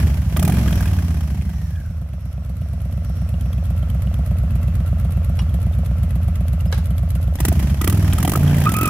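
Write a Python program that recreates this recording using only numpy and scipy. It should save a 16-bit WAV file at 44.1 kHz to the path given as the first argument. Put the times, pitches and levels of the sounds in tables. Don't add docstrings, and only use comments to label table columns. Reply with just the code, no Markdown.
import sys
import numpy as np
from scipy import signal
from scipy.fft import rfft, irfft, next_fast_len
from scipy.io import wavfile
from scipy.ndimage import uniform_filter1d

SR = 44100
rng = np.random.default_rng(int(sys.argv[2]) if len(sys.argv) > 2 else 0)


def store_pcm(level_fs):
    pcm = np.round(np.clip(level_fs, -1, 1) * 32767).astype(np.int16)
    wavfile.write(sys.argv[1], SR, np.atleast_2d(pcm).T)


def magnitude_from_level(level_db):
    exponent = np.asarray(level_db, float) / 20
    return 10 ** exponent


N = 392049
NOW_S = np.arange(N) / SR
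OPPOSITE = np.array([[1], [-1]])


def at_hz(points, hz):
    points = np.array(points)
    return np.interp(np.log(hz), np.log(points[:, 0]), points[:, 1])


def colour(x, points):
    size = next_fast_len(N)
    hz = np.maximum(np.arange(size // 2 + 1) * SR / size, 1)
    return irfft(rfft(x, size) * magnitude_from_level(at_hz(points, hz)), size)[..., :N]


def in_time(rows):
    s, *columns = np.transpose(rows)
    return [np.interp(NOW_S, s, column) for column in columns]


def even(x, window_s):
    power = np.mean(np.atleast_2d(x) ** 2, axis=0)
    size = int(window_s * SR)
    slow_power = uniform_filter1d(uniform_filter1d(power, size), size)
    return x / np.sqrt(slow_power + 1e-12)


def filtered(x, order, hz, kind):
    return signal.sosfiltfilt(signal.butter(order, hz, kind, fs=SR, output="sos"), x)


def high_pass(x, hz):
    return signal.sosfilt(signal.butter(3, hz, "high", fs=SR, output="sos"), x)


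def clicks(times, heights):
    at = np.round(np.asarray(times) * SR).astype(int)
    inside = (at >= 0) & (at < N)
    return np.bincount(at[inside], np.asarray(heights)[inside], N) + 1e-18


def ring(x, hz, t60):
    r, w = magnitude_from_level(-60 / (t60 * SR)), 2 * np.pi * hz / SR
    return signal.lfilter([0, np.sin(w)], [1, -2 * r * np.cos(w), r * r], x)


def ring_all(x, modes):
    return sum(magnitude_from_level(level_db) * ring(x, hz, t60) for hz, level_db, t60 in modes)


def swell(x, rise_ms, decay_ms):
    rise, decay = np.exp(-1000 / (rise_ms * SR)), np.exp(-1000 / (decay_ms * SR))
    return signal.lfilter([1 - rise], [1, -rise], signal.lfilter([1], [1, -decay], x))


def flicker(rate_hz):
    slow = rng.standard_normal(int(N / SR * 60) + 2)
    slow = np.interp(NOW_S * np.clip(rate_hz, 1, 59), np.arange(len(slow)), slow)
    return slow / slow.std()


def unsteady(hz, t60, window_s):
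    return even(ring(rng.standard_normal(N), hz, t60), window_s)


# pitch_hz, likeness [-1 to 1]
EAR_LIKENESS = [(200, 0.96), (600, 0.9), (1200, 0.59), (2200, 0.11), (4000, -0.25), (9000, -0.12),
                (15000, 0.15)]


def stereo_noise(points):
    hz, alike = np.transpose(EAR_LIKENESS)
    alike = np.clip(alike, -.95, .99)
    mid, side = colour(rng.standard_normal((2, N)), points)
    mid = colour(mid, np.c_[hz, 10 * np.log10(1 + alike)])
    side = colour(side, np.c_[hz, 10 * np.log10(1 - alike)])
    return even(np.array([mid + side, mid - side]), 7.3)


def knocks(rows, t60, burst_ms, trim_db):
    out, size = np.zeros((2, N + SR)), SR // 10
    fade = np.exp(-1000 * np.arange(size) / SR / burst_ms)
    for s, peak_db, hz in rows:
        grit = rng.standard_normal((2, size)) * fade
        rung = ring(grit[0] + 0.32 * grit[1] * OPPOSITE, hz, t60)
        first = int(s * SR)
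        out[:, first:first + size] += magnitude_from_level(peak_db + trim_db) * rung / np.abs(rung).max()
    return out[:, :N]


# time_s, cycles per second [Hz]; one cycle is two turns of the crank
ENGINE_SPEED = [(0.0, 14.701), (0.3, 12.264), (0.515, 22.829), (1.37, 13.475), (2.01, 8.383), (2.35, 8.303),
                (2.69, 8.465), (3.02, 8.158), (3.36, 8.366), (3.69, 8.016), (4.03, 8.385), (4.36, 8.148),
                (4.7, 8.131), (5.04, 8.14), (5.37, 8.024), (5.71, 8.223), (6.04, 8.104), (6.38, 7.953),
                (6.71, 8.0), (7.05, 8.114), (7.36, 7.994), (7.455, 13.377), (7.815, 14.132), (7.905, 20.73),
                (8.143, 18.03), (8.206, 24.095), (8.242, 18.636), (8.284, 23.634), (8.448, 29.558),
                (8.672, 27.71), (8.694, 20.779), (8.9, 23.206)]


def crank():
    speed, = in_time(ENGINE_SPEED)
    return np.cumsum(speed) / SR, speed


FRONT_LAG = .4375


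def cycles():
    turns = crank()[0]
    starts = np.interp(np.arange(int(turns[-1]) + 1), turns, NOW_S)
    length = np.diff(starts, append=2 * starts[-1] - starts[-2])
    return starts, length, np.clip((1 / length - 8.8) / 3, 0, 1)


# share of the cycle, idle_db, speed_db, spread_db, decay_ms
GAS_PUFFS = [(0.024, 11.5, 4, 6, 3.9), (0.404, 6.5, 3, 13, 10), (.12, 2, -8, 12, 4.4),
             (0.1, -35, -27, -24, 1.1), (0.9, 1, -38, 23, 14)]


def puff_gate():
    start, length, heat = cycles()
    gate = 0
    for share, idle_db, speed_db, spread_db, decay_ms in GAS_PUFFS:
        chance_db = np.clip(spread_db, 1, 4) * rng.standard_normal(len(start))
        size_db = idle_db + heat * (speed_db - idle_db) + chance_db
        point = share + 0.05 * heat * (share > 0)
        gate = gate + swell(clicks(start + point * length - .005, magnitude_from_level(size_db)), 0.57, decay_ms)
    return gate


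# pitch_hz, level_db, t60_s
COOLING_FINS = [(4300, -22, .008), (5500, -15, .008), (5800, -18, .008), (8140, -21, .005),
                (9500, -18, .005)]


def fins():
    white = rng.standard_normal((2, N))
    out = 0
    for hz, level_db, t60 in COOLING_FINS:
        rung = ring(white, hz, t60)
        out = out + magnitude_from_level(level_db + 3.4 * flicker(14)) * rung / rung.std()
    return out


# pitch_hz, level_db
HISS_SPECTRUM = [(1470, 1), (2500, -3), (3690, -8), (5480, -5.5), (6760, -7.5), (7650, -7.5), (8660, -12.5),
                 (11600, -4), (15200, -13), (16000, -4)]
# cycle rate [Hz], level_db
HISS_LEVEL = [(8, -13), (11, -2), (20, 0.5), (28, -4)]
# time_s, level_db
FINS_SHOWING = [(0, -5), (3.2, 3), (4.5, -8), (8.89, -7)]


def hiss(gate, case_db):
    speed = crank()[1]
    rush = stereo_noise(HISS_SPECTRUM) + magnitude_from_level(in_time(FINS_SHOWING)[0]) * fins()
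    swells = 1 + 0.33 * np.clip((speed - 10) / 5, 0, 1) * (even(gate, .12) - 1)
    return magnitude_from_level(case_db + at_hz(HISS_LEVEL, speed)) * rush * swells


# time_s, low_mesh_db, high_mesh_db, middle_mesh_db
GEAR_WHINE = [(.9, -130, -130, -130), (1.2, -72, -90, -90), (1.4, -64, -80, -82), (1.55, -62, -74, -69),
              (1.67, -62, -65, -76), (1.78, -54, -78, -90), (1.93, -63, -110, -110),
              (2.1, -130, -130, -130)]
MESHES_PER_CYCLE = [160.0, 500.0, 335.0]


def whine():
    out, turns = 0, crank()[0]
    for teeth, level_db in zip(MESHES_PER_CYCLE, in_time(GEAR_WHINE)):
        flutter = unsteady(45, 0.022, 1)
        tone = np.sin(2 * np.pi * teeth * turns + .8 * flutter)
        out = out + magnitude_from_level(level_db + 2.5) * (1 + .7 * flutter) * tone
    return out


# pitch_hz, level_db, t60_s
ENGINE_COVERS = [(1350, -25, 0.04), (2020, -34.5, 0.072), (2500, -35, 0.0067), (1133, -33, 0.076),
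                 (2670, -38, .04)]
# pitch_hz, level_db per Hz
IDLE_CLATTER = [(140, 0.5), (230, 2), (270, -13), (340, -16), (410, -27), (490, -14), (650, -12.5),
                (700, -20), (741, -21), (904, -25.5), (1330, -19), (1540, -24), (2450, -28), (2880, -28.5),
                (4500, -38.5), (5850, -74), (9900, -120)]
# pitch_hz, level_db per Hz
REVVED_CLATTER = [(140, 6.5), (240, 7.5), (471, -15.5), (595, -1), (1440, -20.5), (1550, -11), (2210, -16),
                  (2410, -15), (2720, -16), (3230, -15.5), (4500, -38), (5850, -73), (9900, -120)]
# pitch_hz, level_db, t60_s
PIPE_MOUTH = [(675, -6, 0.035), (585, -7, 0.035), (3270, -20.5, 0.04), (3950, -22.5, 0.021)]
# share of the cycle, level_db
MOUTH_WAVES = [(.41, -6.5), (.76, -9), (0.0852, -14.5)]


def clatter(gate, clatter_db):
    start, length, heat = cycles()
    revved = np.interp(NOW_S, start, heat)
    white = rng.standard_normal((2, N))
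    covers = 0
    for k, (hz, level_db, t60) in enumerate(ENGINE_COVERS):
        covers = covers + magnitude_from_level(level_db + 3 * flicker(22)) * even(ring(white[k % 2], hz, t60), 5.8)
    idle = stereo_noise(IDLE_CLATTER) + covers
    rattle = (1 - revved) * idle + revved * stereo_noise(REVVED_CLATTER)
    mouth = 0
    for hz, level_db, t60 in PIPE_MOUTH:
        for share, wave_db in MOUTH_WAVES:
            chance_db = rng.normal(0, 1.8, len(start))
            strength = (1 - heat) * magnitude_from_level(level_db + wave_db - 3.5 + chance_db)
            wave = swell(clicks(start + share * length, strength), 90 / hz, 220 / hz)
            mouth = mouth + ring(wave, hz, t60)
    mouth = high_pass(mouth, 470)
    shaken = .9 - .4 * revved + (.2 + .4 * revved) * even(gate, .12)
    return magnitude_from_level(clatter_db + 4.5) * (rattle * shaken + mouth)


# time_s, peak_db, pitch_hz
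NEAR_VALVE_KNOCKS = [(2.2023, -51, 3050), (2.3255, -48, 2930), (2.566, -47, 2500), (2.802, -45, 2970),
                     (2.9232, -40, 3270), (3.0454, -48, 3120), (3.2874, -43, 2580), (3.3402, -39, 2840),
                     (3.409, -40, 3090), (3.4585, -45, 2580), (3.5285, -35.5, 3210), (3.5807, -38, 2610),
                     (3.6475, -45, 3320), (3.7753, -40, 2760), (3.827, -38, 3190), (3.8975, -39, 3100),
                     (4.0721, -35, 2920), (4.14, -39, 3240), (4.3085, -47, 2560), (4.5041, -40, 2600),
                     (4.555, -44, 2500), (4.6273, -40, 2720), (4.6812, -37, 2690), (5.2409, -51, 2820)]
# time_s, peak_db, pitch_hz
MORE_VALVE_KNOCKS = [(2.133, -42, 2640), (2.376, -46, 2510), (2.4448, -51, 3490), (2.6189, -43, 2900),
                     (2.9746, -46, 2580), (3.1677, -47, 3150), (4.0073, -47, 2580), (4.2577, -53, 2790),
                     (4.367, -43, 2570), (4.8035, -39, 2710), (4.875, -39, 2800), (5.4904, -36, 3290),
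                     (5.6126, -40, 2720), (5.7334, -38, 3610), (5.8586, -37.5, 3330), (5.912, -42, 2580),
                     (5.9803, -46, 2580), (6.104, -37, 2540), (6.1559, -47, 2980), (6.2248, -42, 2800),
                     (6.354, -39, 3700), (6.4063, -44, 2730), (6.4787, -40, 3300), (6.6014, -35, 2780),
                     (6.6553, -35, 2820), (6.8543, -41, 3410), (6.9087, -39, 3050), (6.9795, -37, 3290),
                     (7.1023, -45, 3140), (7.1541, -33, 2770), (7.2245, -42, 2760), (7.2759, -40, 2990)]
# pitch_hz, level_db, t60_s
ROCKER_COVER = (3320, -8, 0.013)


def tappets():
    hz, level_db, t60 = ROCKER_COVER
    cover = [(s, db + level_db, hz) for s, db, _ in NEAR_VALVE_KNOCKS + MORE_VALVE_KNOCKS]
    out = knocks(NEAR_VALVE_KNOCKS, .025, 2.3, trim_db=-2.0)
    out = out + knocks(MORE_VALVE_KNOCKS, .025, 2.6, trim_db=-5.5)
    return out + knocks(cover, t60, 1.8, trim_db=0)


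def metal_hits(hits, modes):
    s, peak_db, crack_db = np.transpose(hits)
    grit = rng.standard_normal((2, N))
    blow = swell(clicks(s, magnitude_from_level(peak_db - 29.5)), 0.095, 7.9) * grit[0]
    crack = swell(clicks(s, magnitude_from_level(crack_db)), 1.0, 2.6)
    crack = crack + swell(clicks(s, magnitude_from_level(crack_db - 15.0)), 4.7, 36)
    crackle = colour(grit, [(400, 1), (1000, 8.5), (4000, 2.0), (15000, -13.0)])
    return ring_all(blow, modes) + crack * crackle


def squeal(hz, level_db, octave_db, rough):
    wobble, throb = unsteady(70, 0.042, 0.87), unsteady(55, 0.042, 0.87)
    phase = 2 * np.pi * np.cumsum(hz) / SR + rough * wobble
    tone = np.sin(phase) + magnitude_from_level(octave_db) * np.sin(2 * phase + 0.9 * throb)
    return np.sqrt(2) * magnitude_from_level(level_db) * (1 + 0.35 * throb) * tone


# time_s, peak_db, crack_db
STAND_HITS = [
    (5.39, -20, -26),
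]
# pitch_hz, level_db, t60_s
STAND_STEEL = [(1030, -14, .04), (1240, -4, 0.03), (2900, -1.5, 0.03), (3270, -8, 0.03), (5570, -2, 0.022),
               (10100, -6, 0.012)]
# time_s, peak_db, crack_db
GEAR_HITS = [
    (6.725, -20.5, -17.5),
    (6.776, -32, -33),
    (6.786, -37, -58),
]
# pitch_hz, level_db, t60_s
GEAR_STEEL = [(544, -1, 0.043), (880, 3.5, 0.026), (1670, 1, 0.04), (2160, 0, 0.018), (3990, -4, 0.034),
              (5600, -14, 0.056), (7500, -20, 0.042)]
# time_s, pitch_hz, level_db
SQUEAK = [(6.655, 4900, -130), (6.665, 4900, -66), (6.678, 5100, -57), (6.688, 5250, -55),
          (6.7, 5250, -130)]


def rider():
    hits = metal_hits(STAND_HITS, STAND_STEEL) + metal_hits(GEAR_HITS, GEAR_STEEL)
    return hits + squeal(*in_time(SQUEAK), -40, rough=0.58)


# time_s, pitch_hz, level_db, octave_db against the tone
TYRE_CHIRP = [(8.65, 1300, -40, -10), (8.672, 1204, -13.5, -17), (8.69, 1322, -26.5, -18),
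              (8.728, 1310, -41, -16), (8.75, 1230, -32, 0), (8.786, 1265, -26.5, -17),
              (8.826, 1305, -26.5, -5), (8.884, 1226, -24, -7.5), (8.89, 1263, -20, -18)]


def tyre():
    spinning = np.clip((NOW_S - TYRE_CHIRP[0][0]) / .01, 0, 1)
    chirp = spinning * squeal(*in_time(TYRE_CHIRP), rough=0.42)
    both = np.array([chirp, np.roll(chirp, 5) * (spinning > 0)])
    return both * magnitude_from_level([[-1.2], [1.2]])


# time_s, peak_db
FIRST_SHIELD_HITS = [(0.0458, -40), (0.1045, -28), (0.1366, -36), (0.172, -42), (0.2354, -44),
                     (0.2668, -38), (0.3371, -50), (0.3641, -17.5), (0.394, -21), (0.4259, -20.5),
                     (0.4489, -28), (0.4768, -33), (0.4963, -24), (0.5212, -30), (0.5482, -31),
                     (0.5686, -27), (0.5911, -28), (0.6185, -42), (0.635, -42), (0.6644, -36),
                     (0.6809, -26), (0.7023, -32), (0.7282, -24.5), (0.7562, -32), (0.7756, -30),
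                     (0.8005, -26), (0.856, -29), (0.8744, -31), (0.9103, -41), (0.931, -35), (0.9657, -36),
                     (0.9867, -28), (1.0241, -40), (1.043, -42), (1.075, -40), (1.1069, -43), (1.1443, -43),
                     (1.1712, -36), (1.2072, -50), (1.2311, -38), (1.276, -44), (1.3204, -46),
                     (1.3698, -42), (1.4122, -41), (1.493, -38), (1.5843, -54), (1.7025, -49),
                     (1.7574, -39)]
# time_s, peak_db
LATER_SHIELD_HITS = [(7.3868, -21), (7.402, -17), (7.4307, -23), (7.45, -14.5), (7.4815, -23), (7.517, -22),
                     (7.5948, -22), (7.6313, -27), (7.6737, -38), (7.697, -26), (7.7914, -29),
                     (7.8127, -18.5), (7.8423, -14), (7.8752, -12.5), (7.897, -29), (7.9244, -23),
                     (7.9735, -29), (8.0304, -38), (8.0787, -28), (8.1261, -17), (8.1521, -30),
                     (8.179, -19.5), (8.2065, -29), (8.2269, -24), (8.2498, -12), (8.275, -24),
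                     (8.2962, -33), (8.3187, -40), (8.3342, -40), (8.3544, -32), (8.3945, -36),
                     (8.4299, -29), (8.4773, -26), (8.5113, -26), (8.5457, -19), (8.5811, -19),
                     (8.6031, -29), (8.617, -20.5), (8.6549, -17), (8.692, -15), (8.7193, -24),
                     (8.7397, -17), (8.7841, -26), (8.8108, -24), (8.842, -22), (8.864, -21)]
# pitch_hz, level_db, t60_s
SHIELD_PLATES = [(1660, -10, 0.026), (2450, -5, 0.021), (3200, -6.5, 0.013), (850, -9, .012)]
# pitch_hz, level_db, t60_s
SHIELD_PLATES_BEHIND = [(1930, -12.5, 0.017), (2500, -11, 0.0083), (3150, -9.5, 0.009),
                        (890, -12.5, 0.0085)]


def shields(hits, modes):
    s, peak_db = np.transpose(hits)
    chance, grit = rng.standard_normal((len(s), len(modes))), rng.standard_normal((2, N))
    wide_grit = grit[0] + 0.28 * grit[1] * OPPOSITE
    out = 0
    for k, (hz, level_db, t60) in enumerate(modes):
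        strength = magnitude_from_level(peak_db + level_db - 17 + 3.3 * chance[:, k])
        out = out + ring(swell(clicks(s, strength), 0.28, 2.34) * wide_grit, hz, t60)
    return out


# pitch_hz, level_db per Hz
IDLE_SPIT = [(1180, -60), (2000, 2), (2880, -2.5), (3120, 0.5), (5030, -3.5), (5540, -5.5), (6470, -3.5),
             (9410, -1), (11700, 8.5), (16000, -10)]


def puffs(gate, puff_db):
    return magnitude_from_level(np.minimum(puff_db, -44) + 5.0) * even(gate, 0.2) * stereo_noise(IDLE_SPIT)


# time_s, peak_db, pitch_hz
LATE_CHARGES = [(0.495, -22, 1820), (0.521, -20, 1680), (0.547, -26, 2410), (0.569, -28, 2300),
                (0.591, -28, 2470), (0.68, -28, 1560), (0.709, -24, 1480), (0.728, -27, 1620),
                (0.755, -23, 1670), (0.807, -19.5, 1620), (0.856, -26, 1620), (0.909, -40, 1600),
                (0.988, -34, 2570), (1.229, -39, 2040), (1.275, -49, 2518), (1.37, -37, 2260),
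                (1.412, -38, 2180), (1.492, -31.5, 1610), (7.593, -18.5, 2030), (7.625, -26, 1970),
                (7.695, -45, 1995), (7.972, -22.5, 1370), (8.079, -32, 2500), (8.432, -20, 1410),
                (8.477, -22, 3240), (8.51, -23, 1500), (8.544, -20, 2050)]
# pitch_hz, level_db, t60_s
LOW_BARK = [(342, -6, 0.022), (740, -3.5, 0.0089)]
# pitch_hz, level_db per Hz
TEAR_COLOUR = [(180, -26), (300, 14.5), (478, -18.5), (656, -4.5), (1060, -7.5), (1230, -63), (1480, -5.5),
               (1640, -10.5), (2700, -10), (3190, -12), (4230, -16), (11900, -6), (16000, -8.5)]


def backfires():
    s, peak_db, _ = np.transpose(LATE_CHARGES)
    burst = swell(clicks(s, magnitude_from_level(peak_db)), 0.67, 6.1)
    bark = 0
    for hz, level_db, t60 in LOW_BARK:
        bark = bark + magnitude_from_level(level_db - 26.0) * ring(burst * rng.standard_normal(N), hz, t60)
    tear = magnitude_from_level(-7.5) * burst * stereo_noise(TEAR_COLOUR)
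    return knocks(LATE_CHARGES, .024, 0.84, trim_db=-6.5) + tear + bark


# time_s, peak_db, pitch_hz
HARD_FIRINGS = [(0.362, -16.5, 620), (0.393, -17, 720), (0.423, -14, 633), (0.475, -16, 853),
                (0.493, -12, 721), (7.447, -27, 670), (7.483, -28, 643), (7.517, -13.5, 665),
                (7.811, -16.5, 1280), (7.84, -23, 1240), (7.873, -12.5, 1205), (7.924, -23, 1250),
                (8.126, -33, 754), (8.183, -16, 1280), (8.248, -10, 760), (8.277, -13.5, 646),
                (8.318, -13, 676), (8.334, -13, 1200), (8.354, -9, 1290), (8.371, -12, 670)]


def barks():
    return knocks(HARD_FIRINGS, 0.026, 3.5, trim_db=-5.5)


# from_s, to_s, crack peak_db, fall after closing [dB per s]
THROTTLE_OPEN = [
    (0.365, 0.469, -14.5, 260),
    (7.39, 7.498, -11, 400),
    (7.81, 7.9, -11.5, 297),
    (8.127, 8.128, -14.5, 800),
    (8.178, 8.182, -16.5, 1500),
    (8.213, 8.353, -13.5, 248),
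    (8.57, 8.656, -21.5, 300),
    (8.695, 8.888, -13.5, 300),
]
# pitch_hz, level_db, t60_s
SILENCER_SHELL = [(300, 5, 0.027), (678, -1, 0.035), (448, -2, .02), (1215, 5.5, 0.024),
                  (1960, -7.5, 0.063), (2940, -0.5, 0.0065)]
# pitch_hz, level_db, t60_s
SILENCER_BAFFLES = [(1570, -16, 0.021), (2240, -6, 0.021)]
OVERRUN_DB, OVERRUN_SPREAD_DB, OPEN_SPREAD_DB = -37, 3, 1.2
OVERRUN_DB_PER_OCTAVE, POPS_FULL_HZ = 13, 20.2
FRONT_CRACK_DB, FRONT_RING_DB = -1.5, -5
RING_DB, OVERRUN_RING_DB = -5.5, 3.5
OPENING_DB_PER_S = 909
LAST_PULL_S, LAST_PULL_RING_LOSS_DB = 8.56, 7


def cracks():
    turns, speed = crank()
    phase = (np.arange(int(turns[-1]) + 1)[:, None] + [0, FRONT_LAG]).ravel()
    s, front = np.interp(phase, turns, NOW_S), phase % 1 > 0
    heat = np.repeat(cycles()[2], 2)
    chance = rng.standard_normal((len(s), 3))

    opens, shuts, open_db, fall = np.transpose(THROTTLE_OPEN)[..., None]
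    before_db = OPENING_DB_PER_S * np.maximum(opens - s, 0)
    after_db = fall * np.maximum(s - shuts, 0)
    load_db = np.max(open_db - before_db - after_db, axis=0)

    pop_hz = np.minimum(np.interp(phase, turns, speed), POPS_FULL_HZ)
    pop_db = OVERRUN_DB + OVERRUN_SPREAD_DB * chance[:, 0] + 20 * np.log10(heat + 1e-6)
    pop_db = pop_db + OVERRUN_DB_PER_OCTAVE * np.log2(pop_hz / 20)
    peak_db = np.maximum(load_db + OPEN_SPREAD_DB * chance[:, 1] + FRONT_CRACK_DB * front, pop_db)
    ring_db = np.maximum(load_db + RING_DB + FRONT_RING_DB * front, pop_db + OVERRUN_RING_DB)
    ring_db = ring_db - 3 + 2.5 * chance[:, 2] - LAST_PULL_RING_LOSS_DB * (s > LAST_PULL_S)

    tear = swell(clicks(s, magnitude_from_level(peak_db - 1.5)), 0.7, 4.66) * stereo_noise(TEAR_COLOUR)
    blow = swell(clicks(s, (heat > 0) * magnitude_from_level(ring_db - 25.5)), 0.94, 2.8) * rng.standard_normal(N)
    pop = swell(clicks(s, magnitude_from_level(pop_db - 24.0)), 0.23, 1.7) * rng.standard_normal((2, N))
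    baffles = 0
    for k, (hz, level_db, t60) in enumerate(SILENCER_BAFFLES):
        wide_pop = pop[k] + 0.53 * pop[1 - k] * OPPOSITE
        baffles = baffles + magnitude_from_level(level_db) * ring(wide_pop, hz, t60)
    return tear + baffles + ring_all(blow, SILENCER_SHELL)


# cycle rate [Hz], share of the cycle, depth [0-1]
PIPE_SURGE = [(9, .7, 0), (12.5, .74, .7), (14.5, .58, .75), (17, .44, .7), (21, .36, .5), (25, .36, 0)]


def surge():
    turns, speed = crank()
    rate, share, depth = np.transpose(PIPE_SURGE)
    peak_at = np.interp(speed, rate, share)
    return 1 + np.interp(speed, rate, depth) * np.cos(2 * np.pi * (turns - peak_at))


# multiple of the cycle rate, level_db
MULTIPLES = [(2, 10), (3, 6), (4, -1), (5, 4.5), (6, -2.5), (7, -7.5), (8, -2), (9, -9.5), (10, -1.5),
             (11, -9), (12, -29), (13, -5.5), (14, -12), (15, -8), (16, -9), (18, -14.5), (20, -13.5)]
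# pitch_hz, level_db
PIPE_SPECTRUM = [(30, -21), (45, -23), (51, -18), (58, 3), (80, 12), (115, -3), (125, -4), (150, 1),
                 (200, -4), (300, -11.5)]
# time_s, lift of the lowest multiples [dB],
# boom above 110 Hz [dB]
BOOM_BALANCE = [(0, -3, -2.5), (.48, -5, 3.5), (.58, 10.5, 0), (.88, 3, -6.5), (1.0, 14, -4.5),
                (1.4, -2, 1.5), (1.9, -3, -1), (7.3, 0, 0), (7.9, -10, 1.5), (8.15, 8, -4), (8.25, -5, 3),
                (8.89, -5, 4.5)]
PIPE_TRANSIT_S = .0165


def orders():
    turns, speed = crank()
    out, lift_db = 0, in_time(BOOM_BALANCE)[0]
    at_mouth = turns - PIPE_TRANSIT_S * speed
    for multiple, level_db in MULTIPLES:
        pair = np.angle(1 + 0.99 * np.exp(-2j * np.pi * multiple * FRONT_LAG))
        waver = unsteady(5, .12, 2)
        level_db = level_db + at_hz(PIPE_SPECTRUM, multiple * speed) + 2.0 * waver
        level_db = level_db + (multiple < 4) * lift_db
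        out = out - magnitude_from_level(level_db) * np.sin(2 * np.pi * multiple * at_mouth + pair + .3 * waver)
    return even(out, 0.1) * np.clip((speed - 9.3) / 3, 0, 1)


# pitch_hz, level_db, t60_s, start after the puff [ms]
REAR_PIPE = [(58.7, 0.1, 0.2, -7.0), (67.4, -0.1, 0.108, -14.45), (95.4, 3.1, 0.051, -9.4),
             (133.7, -14.0, 0.2, -11.85), (191.9, -8.6, 0.018, -15.8)]
# pitch_hz, level_db, t60_s, start after the puff [ms]
FRONT_PIPE = [(72.6, 5.5, 0.146, -6.65), (79.2, 4.5, 0.2, -11.85), (131.5, 5.4, 0.013, -0.55),
              (161.2, -12.1, 0.2, -14.3), (201.8, -18, 0.141, -12.95),
              (200.9, -3.5, 0.012, -3.05)]
IDLE_HUNT_S = .0013


def idle_pipes():
    start, length, heat = cycles()
    front = start + FRONT_LAG * length - .002
    out = 0
    for fired, modes in ((start, REAR_PIPE), (front, FRONT_PIPE)):
        charge_db = rng.normal(0, .9, len(fired))
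        for hz, level_db, t60, late_ms in modes:
            scatter_db = rng.normal(0, .6, len(fired))
            strength = (1 - 0.89 * heat) * magnitude_from_level(level_db + charge_db + scatter_db)
            out = out + ring(clicks(fired + late_ms / 1000, strength), hz, t60)
    hunt_s = np.interp(NOW_S, start, IDLE_HUNT_S * rng.standard_normal(len(start)))
    return np.interp(NOW_S + hunt_s, NOW_S, out)


def boom(low_db, upper_db):
    glide = orders()
    rasp = even(filtered(glide, 2, [235, 480], "band"), 0.36) * np.clip((crank()[1] - 11) / 5, 0, 1)
    both = high_pass(idle_pipes(), 52) + magnitude_from_level(1.0) * glide
    both = filtered(both, 4, [44, 235], "band")
    low = filtered(both, 4, 110, "low")
    swelling = surge()
    lower = even(low * swelling, 0.07)
    upper = even((both - low) * swelling ** 0.32, 0.18)
    mid = magnitude_from_level(low_db) * (lower + magnitude_from_level(upper_db) * upper + magnitude_from_level(upper_db - 18) * rasp)
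    mid = filtered(mid, 3, 43, "high")
    return mid + magnitude_from_level(-27.0) * np.roll(mid, 130) * OPPOSITE


# time_s, exhaust_db, engine case_db
LISTENER_LEVELS = [(0.0, -13, -32.5), (0.22, -19, -42), (0.37, -18, -39), (0.59, -15, -33.5),
                   (1.46, -21.5, -46), (2.15, -26.5, -47), (3.37, -20, -41), (4.48, -17.5, -39),
                   (7.13, -18, -40), (7.72, -15.5, -36), (7.75, -20, -40.5), (8.1, -14.5, -34),
                   (8.34, -21, -38), (8.42, -14, -31.5), (8.62, -16.5, -30), (8.77, -21.5, -38.5),
                   (8.89, -20.5, -35)]
# cycle rate [Hz], level_db
UPPER_BOOM_LEVEL = [(8, -8), (15, -6), (21, 1), (28, 1)]
# time_s, level_db
SPIT_LEVEL = [(0, -41.5), (1.8, -43), (2.3, -38), (5.9, -38.5), (7.2, -34), (8.89, -47)]


def scene():
    exhaust_db, case_db = in_time(LISTENER_LEVELS)
    upper_db = at_hz(UPPER_BOOM_LEVEL, crank()[1]) + in_time(BOOM_BALANCE)[1]
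    low_db = exhaust_db - 0.5 - 10 * np.log10(1 + magnitude_from_level(2 * upper_db))
    gate = puff_gate()
    engine = hiss(gate, case_db) + whine() + clatter(gate, case_db) + tappets()
    engine = engine + shields(FIRST_SHIELD_HITS, SHIELD_PLATES)
    engine = engine + shields(LATER_SHIELD_HITS, SHIELD_PLATES_BEHIND)
    exhaust = puffs(gate, exhaust_db + in_time(SPIT_LEVEL)[0]) + backfires() + barks()
    exhaust = exhaust + cracks() + boom(low_db, upper_db)
    return (engine + exhaust + rider() + tyre()) * magnitude_from_level([[-.45], [.45]])


def roll_off(x):
    return signal.sosfilt(signal.butter(12, 16670, fs=SR, output="sos"), x)


# pitch_hz, level_db
LEFT_EAR = [(9500, 0), (12500, -3)]


def record(dry):
    dry = np.array([colour(dry[0], LEFT_EAR), dry[1]])
    soft = 1.181 * dry / (1 + (dry / 0.44) ** 4) ** 0.23
    top_cut = signal.cheby2(10, 50, 16500, fs=SR, output="sos")
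    return roll_off(signal.sosfilt(top_cut, soft))


dry = scene()
out = record(dry)
store_pcm(out)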